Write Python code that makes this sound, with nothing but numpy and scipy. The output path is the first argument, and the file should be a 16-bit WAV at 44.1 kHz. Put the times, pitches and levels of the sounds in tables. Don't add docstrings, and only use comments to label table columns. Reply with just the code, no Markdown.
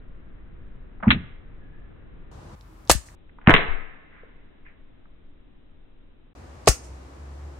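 import sys
import numpy as np
from scipy import signal
from scipy.fft import rfft, irfft, next_fast_len
from scipy.io import wavfile
from scipy.ndimage import uniform_filter1d

SR = 44100
rng = np.random.default_rng(int(sys.argv[2]) if len(sys.argv) > 2 else 0)


def wrap_up_sound(samples):
    columns = np.atleast_2d(samples).T
    tamed = np.clip(columns, -1, 1)
    steps = np.round(tamed * 32767).astype(np.int16)
    wavfile.write(sys.argv[1], SR, steps)


def amplitude_ratio(level_db):
    exponent = np.asarray(level_db, float) / 20
    return 10 ** exponent


N = 334719
SLOW = 4
GRAIN_DB = 4

# (heard from [s], heard to [s], real time at the start [s], slowed [0-1])
PIECES = [
    (0, 2.313, 0, 1),
    (2.313, 3.152, 2.313, 0),
    (3.152, 6.334, 2.8165, 1),
    (6.35, 7.6, 6.35, 0),
]


def real_time(heard):
    start, _, real, slowed = np.transpose(PIECES)
    k = np.searchsorted(start, heard, side="right") - 1
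    return real[k] + (heard - start[k]) / np.where(slowed[k], SLOW, 1)


def in_time(rows):
    heard, *columns = np.transpose(rows)
    return [np.interp(np.arange(N) / SR, real_time(heard), column) for column in columns]


def at_hz(points, hz):
    table_hz, values = np.transpose(points)
    return np.interp(np.log(hz + 1e-9), np.log(table_hz), values)


def rms_one(x):
    return x / np.sqrt(np.mean(x ** 2) + 1e-20)


def pan(db):
    return amplitude_ratio(np.array([[db / 2], [-db / 2]]))


def add(track, heard, sound, delay=0):
    at = int((real_time(heard) + delay) * SR)
    track[:, at:at + sound.shape[1]] += sound[:, :N - at]


def band(noise, hz, octaves):
    edges = np.clip(hz * 2 ** (np.array([-.5, .5]) * octaves), 20, .45 * SR)
    return rms_one(signal.sosfilt(signal.butter(2, edges, "band", fs=SR, output="sos"), noise))


def pair(size, alike):
    mid, side = rng.standard_normal((2, size))
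    return np.sqrt(alike) * mid + np.sqrt(1 - alike) * side * np.array([[1], [-1]])


def air(spectrum, stretch, levels):
    # (real frequency [Hz], likeness [-1 to 1])
    likeness = [(60, 1), (180, 0.93), (550, 0.1), (1500, -.15), (4000, .05), (15000, -0.12)]
    size = next_fast_len(N)
    hz = np.fft.rfftfreq(size, 1 / SR)
    alike = np.clip(at_hz(likeness, hz), -.95, .99)
    mid, side = rfft(rng.standard_normal((2, size))) * amplitude_ratio(at_hz(spectrum, hz / stretch))
    both = np.sqrt(1 + alike) * mid + np.sqrt(1 - alike) * side * np.array([[1], [-1]])
    noise = rms_one(irfft(both, size)[:, :N])

    t = np.arange(N) / SR
    first, last = real_time(levels[0][0]), real_time(levels[-1][0])
    inside = (t >= first - 1 / 500) & (t < last + 1 / 500)
    inside = uniform_filter1d(inside * 1., size=160)
    return noise * amplitude_ratio(in_time(levels)[0]) * inside * pan(1.3)


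def garden_air():
    # (frequency [Hz], density [dB per Hz])
    first = [(5.9, -22), (10, 6), (27, -2), (118, -14), (210, -17), (292, -19.5), (436, -24), (779, -35.5),
             (1700, -35), (3800, -50), (4100, -55.5), (5330, -90), (9020, -120)]
    brief_air = [(18, -38), (30, -6.5), (86, -2.5), (234, -15.5), (619, -19.5), (705, -21), (942, -19),
                 (2370, -35.5), (7530, -42), (16200, -61)]
    second = [(5.9, -30.5), (10, -0.5), (28, -12), (49, -19.5), (172, -28.5), (205, -26.5), (292, -25),
              (357, -30), (840, -42.5), (3800, -50.5), (4100, -59.5), (5330, -83), (9020, -120)]
    last = [(18, -51), (30, -14), (48, -12.5), (71, 0), (170, -14.5), (356, -11.5), (417, -17), (451, -14),
            (635, -16), (1070, -18.5), (3330, -35), (7340, -37.5), (16200, -59.5)]
    # (time heard [s], level [dB])
    first_db = [(0, -43), (2.309, -42)]
    brief_air_db = [(2.313, -44.5), (2.55, -43)]
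    second_db = [(2.552, -50), (3.6, -47.5), (6.328, -50)]
    last_db = [(6.351, -46.5), (7.59, -47.5)]
    slowed = air(first, SLOW, first_db) + air(second, SLOW, second_db)
    return slowed + air(brief_air, 1, brief_air_db) + air(last, 1, last_db)


def engine():
    # (time heard [s], firing rate [Hz], level [dB])
    drive = [(6.36, 63.62, -57), (6.76, 61.3, -57.5), (6.92, 65.12, -47), (7.1, 64.2, -57.5),
             (7.22, 70.57, -48), (7.35, 68.74, -47.5), (7.47, 73.87, -44.5), (7.53, 67.1, -50),
             (7.59, 70.9, -48.5)]
    # (multiple, level [dB])
    orders = [
        (1, 6),
        (2, -9),
        (5, -13.5),
    ]
    hz, db = in_time(drive)
    turn = 2 * np.pi * np.cumsum(hz) / SR
    hum = sum(amplitude_ratio(order_db) * np.sin(k * turn) for k, order_db in orders)
    return np.sqrt(2) * amplitude_ratio(db) * hum * (np.arange(N) > 6 * SR)


def hedge(x):
    # (time heard [s], level [dB])
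    send = [
        (1, -13),
        (3, 0),
        (6.6, 1.5),
    ]
    # (frequency [Hz], level [dB])
    colour = [(200, -17.5), (600, -12), (1500, -4.5), (3500, -10), (7500, -5.5), (11000, -11),
              (14000, -12.5), (17000, -10.5)]
    # (frequency [Hz], T60 [s])
    decay = [(300, .1), (2000, .15), (4500, .14), (6500, .17), (9500, .16), (12500, .1), (16000, .06)]
    hedge_db, houses_db, houses_t60 = -13.5, -42.5, 0.79
    t, response = np.arange(SR // 2) / SR, 0
    for low in 150 * 2 ** np.arange(0, 6.9, 1 / 3):
        hz = low * 2 ** (1 / 6)
        fade = amplitude_ratio(hedge_db - 60 * t / at_hz(decay, hz)) + amplitude_ratio(houses_db - 60 * t / houses_t60)
        sos = signal.butter(1, [low, low * 2 ** (1 / 3)], "band", fs=SR, output="sos")
        noise = signal.sosfilt(sos, rng.standard_normal((2, len(t))))
        response = response + amplitude_ratio(at_hz(colour, hz) - 14) * fade * noise
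    response = response * np.clip(t / .005, 0, 1)
    sent = (x * amplitude_ratio(in_time(send)[0])).mean(axis=0, keepdims=True)
    return signal.oaconvolve(sent, response, axes=1)[:, :N]


def swells():
    # (time heard [s], peak [dB], real frequency [Hz], width [octaves], real length [s])
    lone = [
        (1.171, -53.5, 10500, 1.35, 0.049),
        (1.269, -63, 10200, 1.2, 0.036),
        (1.589, -65, 6780, .06, .045),
        (1.705, -65, 6830, 0.058, 0.067),
        (2.662, -55.5, 313, 0.099, 0.13),
        (2.756, -58.5, 310, 0.078, 0.11),
        (4.648, -53.5, 7800, 0.69, 0.02),
        (4.683, -65.5, 7450, 0.83, 0.04),
    ]
    # (time heard [s], strength [dB])
    hits = [
        (3.472, -3.5),
        (6.674, -3),
    ]
    # (real delay [s], level [dB], real frequency [Hz], width [octaves], real length [s])
    walls = [
        (0.025, -37, 12550, .8, .05),
        (.03, -44.5, 2777, 2.7, .07),
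        (0.053, -46.5, 7904, 0.94, 0.069),
        (.158, -51.5, 6800, .8, .06),
    ]
    out = np.zeros((2, N))
    rows = [(s, 0, *rest) for s, *rest in lone]
    rows += [(s, delay, hit_db + db, *rest) for s, hit_db in hits for delay, db, *rest in walls]
    for s, delay, db, hz, octaves, length in rows:
        u = np.arange(4096) / SR / length
        noise = band(pair(size=len(u), alike=.55), hz, octaves)
        add(out, s, amplitude_ratio(db) * noise * 4 * u * np.exp(1 - 4 * u), delay)
    return out


def swing_wave(swing, hz, rise, cycles, pan_db=0):
    t = np.arange(8192) / SR
    wave = np.sin(2 * np.pi * hz * t) * (1 - np.exp(-t * hz / rise)) * amplitude_ratio(-60 * t * hz / cycles)
    return swing * amplitude_ratio(np.minimum(0, [[pan_db], [-pan_db]])) * wave


def burst(db, hz, octaves, t60, grain_db):
    t = np.arange(4096) / SR
    alike = np.clip(1 - hz / 12000, .45, .97)
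    grain = pair(size=len(t), alike=alike) * amplitude_ratio(grain_db * rng.standard_normal(len(t) // 8).repeat(8))
    noise = band(grain, hz, octaves) * (1 - np.exp(-t / .0001)) * amplitude_ratio(-60 * t / t60)
    return amplitude_ratio(db) * noise / np.abs(noise).max(axis=1, keepdims=True)


def ticks():
    # (time heard [s], peak [dB], real frequency [Hz])
    rows = [(1.001, -39.5, 3870), (1.031, -21.5, 4850), (1.067, -26, 3500), (1.08, -17.5, 6600),
            (2.61, -43.5, 4000), (3.293, -49, 7580), (3.385, -38.5, 4330), (4.232, -40.5, 1480),
            (4.663, -42, 7380), (5.054, -48.5, 4570), (6.659, -36.5, 5900), (6.665, -40, 4000),
            (7.338, -58.5, 4040)]
    out = np.zeros((2, N))
    for s, db, hz in rows:
        add(out, s, burst(db, hz, octaves=.8, t60=.008, grain_db=GRAIN_DB))
    return out


def thuds():
    # (time heard [s], peak [dB], real frequency [Hz], real T60 [s])
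    rows = [(1.026, -23.5, 3400, 0.018), (1.042, -26, 3500, 0.024), (1.056, -25, 3500, 0.035),
            (1.075, -10, 331, .05), (1.095, -23.5, 645, 0.08), (1.13, -21, 480, 0.078),
            (3.484, -8.5, 419.7, 0.023), (3.49, -20.5, 199.7, 0.11), (3.496, -9.5, 1720, 0.025),
            (3.5398, -9.5, 889.6, .016), (3.585, -22, 2204, 0.021), (6.678, -5, 1406, 0.016),
            (6.677, -4, 419, .044)]
    out = np.zeros((2, N))
    for s, db, hz, t60 in rows:
        add(out, s, burst(db, hz, 1.194, t60, GRAIN_DB))
    return out


def rustles():
    # (time heard [s], peak [dB], real frequency [Hz], real T60 [s])
    rows = [(1.09, -23.5, 8000, .015), (1.134, -24.5, 8000, .02), (1.18, -34.5, 8900, 0.034),
            (3.414, -42, 5070, .03), (3.44, -46, 4998, 0.035), (3.462, -30, 5002, .02),
            (3.476, -9, 3246, 0.044), (3.51, -9.5, 3494, .04), (3.578, -11.5, 10730, 0.063),
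            (3.606, -23, 8884, 0.025), (6.6705, -24, 2978, 0.015), (6.678, -7.5, 2997, 0.027),
            (6.6835, -3, 4910, .012), (6.692, -10.5, 7840, .035)]
    out = np.zeros((2, N))
    for s, db, hz, t60 in rows:
        add(out, s, burst(db, hz, 1.7, t60, GRAIN_DB))
    return out


def puffs():
    # (time heard [s], swing, real frequency [Hz], T60 [cycles], left over right [dB])
    rows = [
        (3.52, 0.38, 57, 5, 11.5),
        (3.685, 0.21, 130, 2.6, 15.5),
        (3.699, 0.27, 60, 6.7, 30.5),
        (6.6842, -.5, 330, 2.6, 1),
        (6.687, 2, 300, 1.2, 5.5),
        (6.6897, -0.8, 115, 2.3, 5.5),
        (6.6937, 0.61, 53, 4.7, 8.5),
    ]
    rise_cycles = .0013 * 60
    out = np.zeros((2, N))
    for s, swing, hz, cycles, pan_db in rows:
        add(out, s, swing_wave(swing, hz, rise_cycles, cycles, pan_db))
    return out


def rings():
    # (time heard [s], swing, real frequency [Hz], rise [cycles])
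    rows = [
        (1.03, .08, 800, 1.6),
        (1.066, .2, 260, .8),
        (1.0692, 2.9, 860, 5.2),
        (1.091, .3, 1000, 1.1),
        (1.118, -.15, 330, .66),
        (1.125, .22, 980, .9),
        (1.16, .1, 900, .9),
        (3.4915, .95, 1250, .5),
        (6.6768, .6, 1150, .35),
    ]
    out = np.zeros((2, N))
    for s, swing, hz, rise in rows:
        add(out, s, swing_wave(swing, hz, rise, cycles=15.5))
    return out


def slaps():
    # (time heard [s], swing, real frequency [Hz])
    rows = [
        (1.0785, 1.6, 760),
        (3.4768, 7.0, 680),
        (6.6748, 5.5, 620),
    ]
    out = np.zeros((2, N))
    for s, swing, hz in rows:
        add(out, s, swing_wave(swing, hz, rise=.65, cycles=3.1))
    return out


def cracks():
    # (time heard [s], peak [dB], real frequency [Hz])
    rows = [(1.1045, 3.5, 11520), (1.1072, 2, 10520), (1.111, -3, 11640), (1.1154, -4, 10960),
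            (3.4723, 1.5, 6200), (3.485, -7, 5500), (3.4938, 2, 5500), (3.505, 1.5, 7400), (3.539, 5, 7680),
            (3.549, -2.5, 8000), (3.5627, -4, 8000), (3.568, -7.5, 8500), (6.6733, -7, 3500),
            (6.677, -1.5, 4000), (6.6816, -4.5, 7115), (6.6872, 5.5, 5957)]
    out = np.zeros((2, N))
    for s, db, hz in rows:
        crack = burst(db, hz, octaves=1.6, t60=.003, grain_db=4)
        tear = burst(db - 9.5, hz, octaves=1.7, t60=.024, grain_db=GRAIN_DB)
        add(out, s, crack + tear)
    return out


def ports(x):
    # (frequency [Hz], width [Hz], lift [dB])
    cavities = [
        (8000, 3000, 1),
        (7760, 3000, 2.5),
    ]
    lifted = []
    for side, (hz, width, db) in zip(x, cavities):
        resonance = signal.lfilter(*signal.iirpeak(hz, hz / width, fs=SR), side)
        lifted.append(side + (amplitude_ratio(db) - 1) * resonance)
    return signal.sosfilt(signal.butter(1, 10700, fs=SR, output="sos"), lifted)


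def joined(real):
    out = np.zeros((2, N + SR))
    for start, end, real_start, slowed in PIECES:
        a, b, r = round(start * SR), round(end * SR), round(real_start * SR)
        size = b - a
        piece = real[:, r:r + size]
        if slowed:
            source = piece[:, :size // SLOW + 64]
            piece = signal.resample_poly(source, SLOW, 1, axis=1, window=("kaiser", 12))
        piece = piece[:, :size]
        edge = np.minimum(np.arange(size), np.arange(size)[::-1])[:piece.shape[1]]
        out[:, a:a + piece.shape[1]] = piece * np.clip(edge / 60, 0, 1)
    return out[:, :N]


def scene():
    garden = garden_air() + engine()
    snaps = ticks() + thuds() + rustles() + cracks()
    swings = puffs() + rings() + slaps()
    shots = ports(snaps + swings + hedge(snaps) + swells())
    loaded = 1.227 * np.tanh((shots + garden) / 1.168)
    top_cut = signal.cheby2(12, 80, 17700, fs=SR, output="sos")
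    return joined(signal.sosfilt(top_cut, loaded))


def low_pass(x):
    return signal.sosfilt(signal.butter(12, 16310, fs=SR, output="sos"), x)


def record(dry):
    hiss = amplitude_ratio(-101) * rng.standard_normal(dry.shape)
    mix = np.clip(dry, -1, 1) + hiss
    return low_pass(mix)


dry = scene()
out = record(dry)
wrap_up_sound(out)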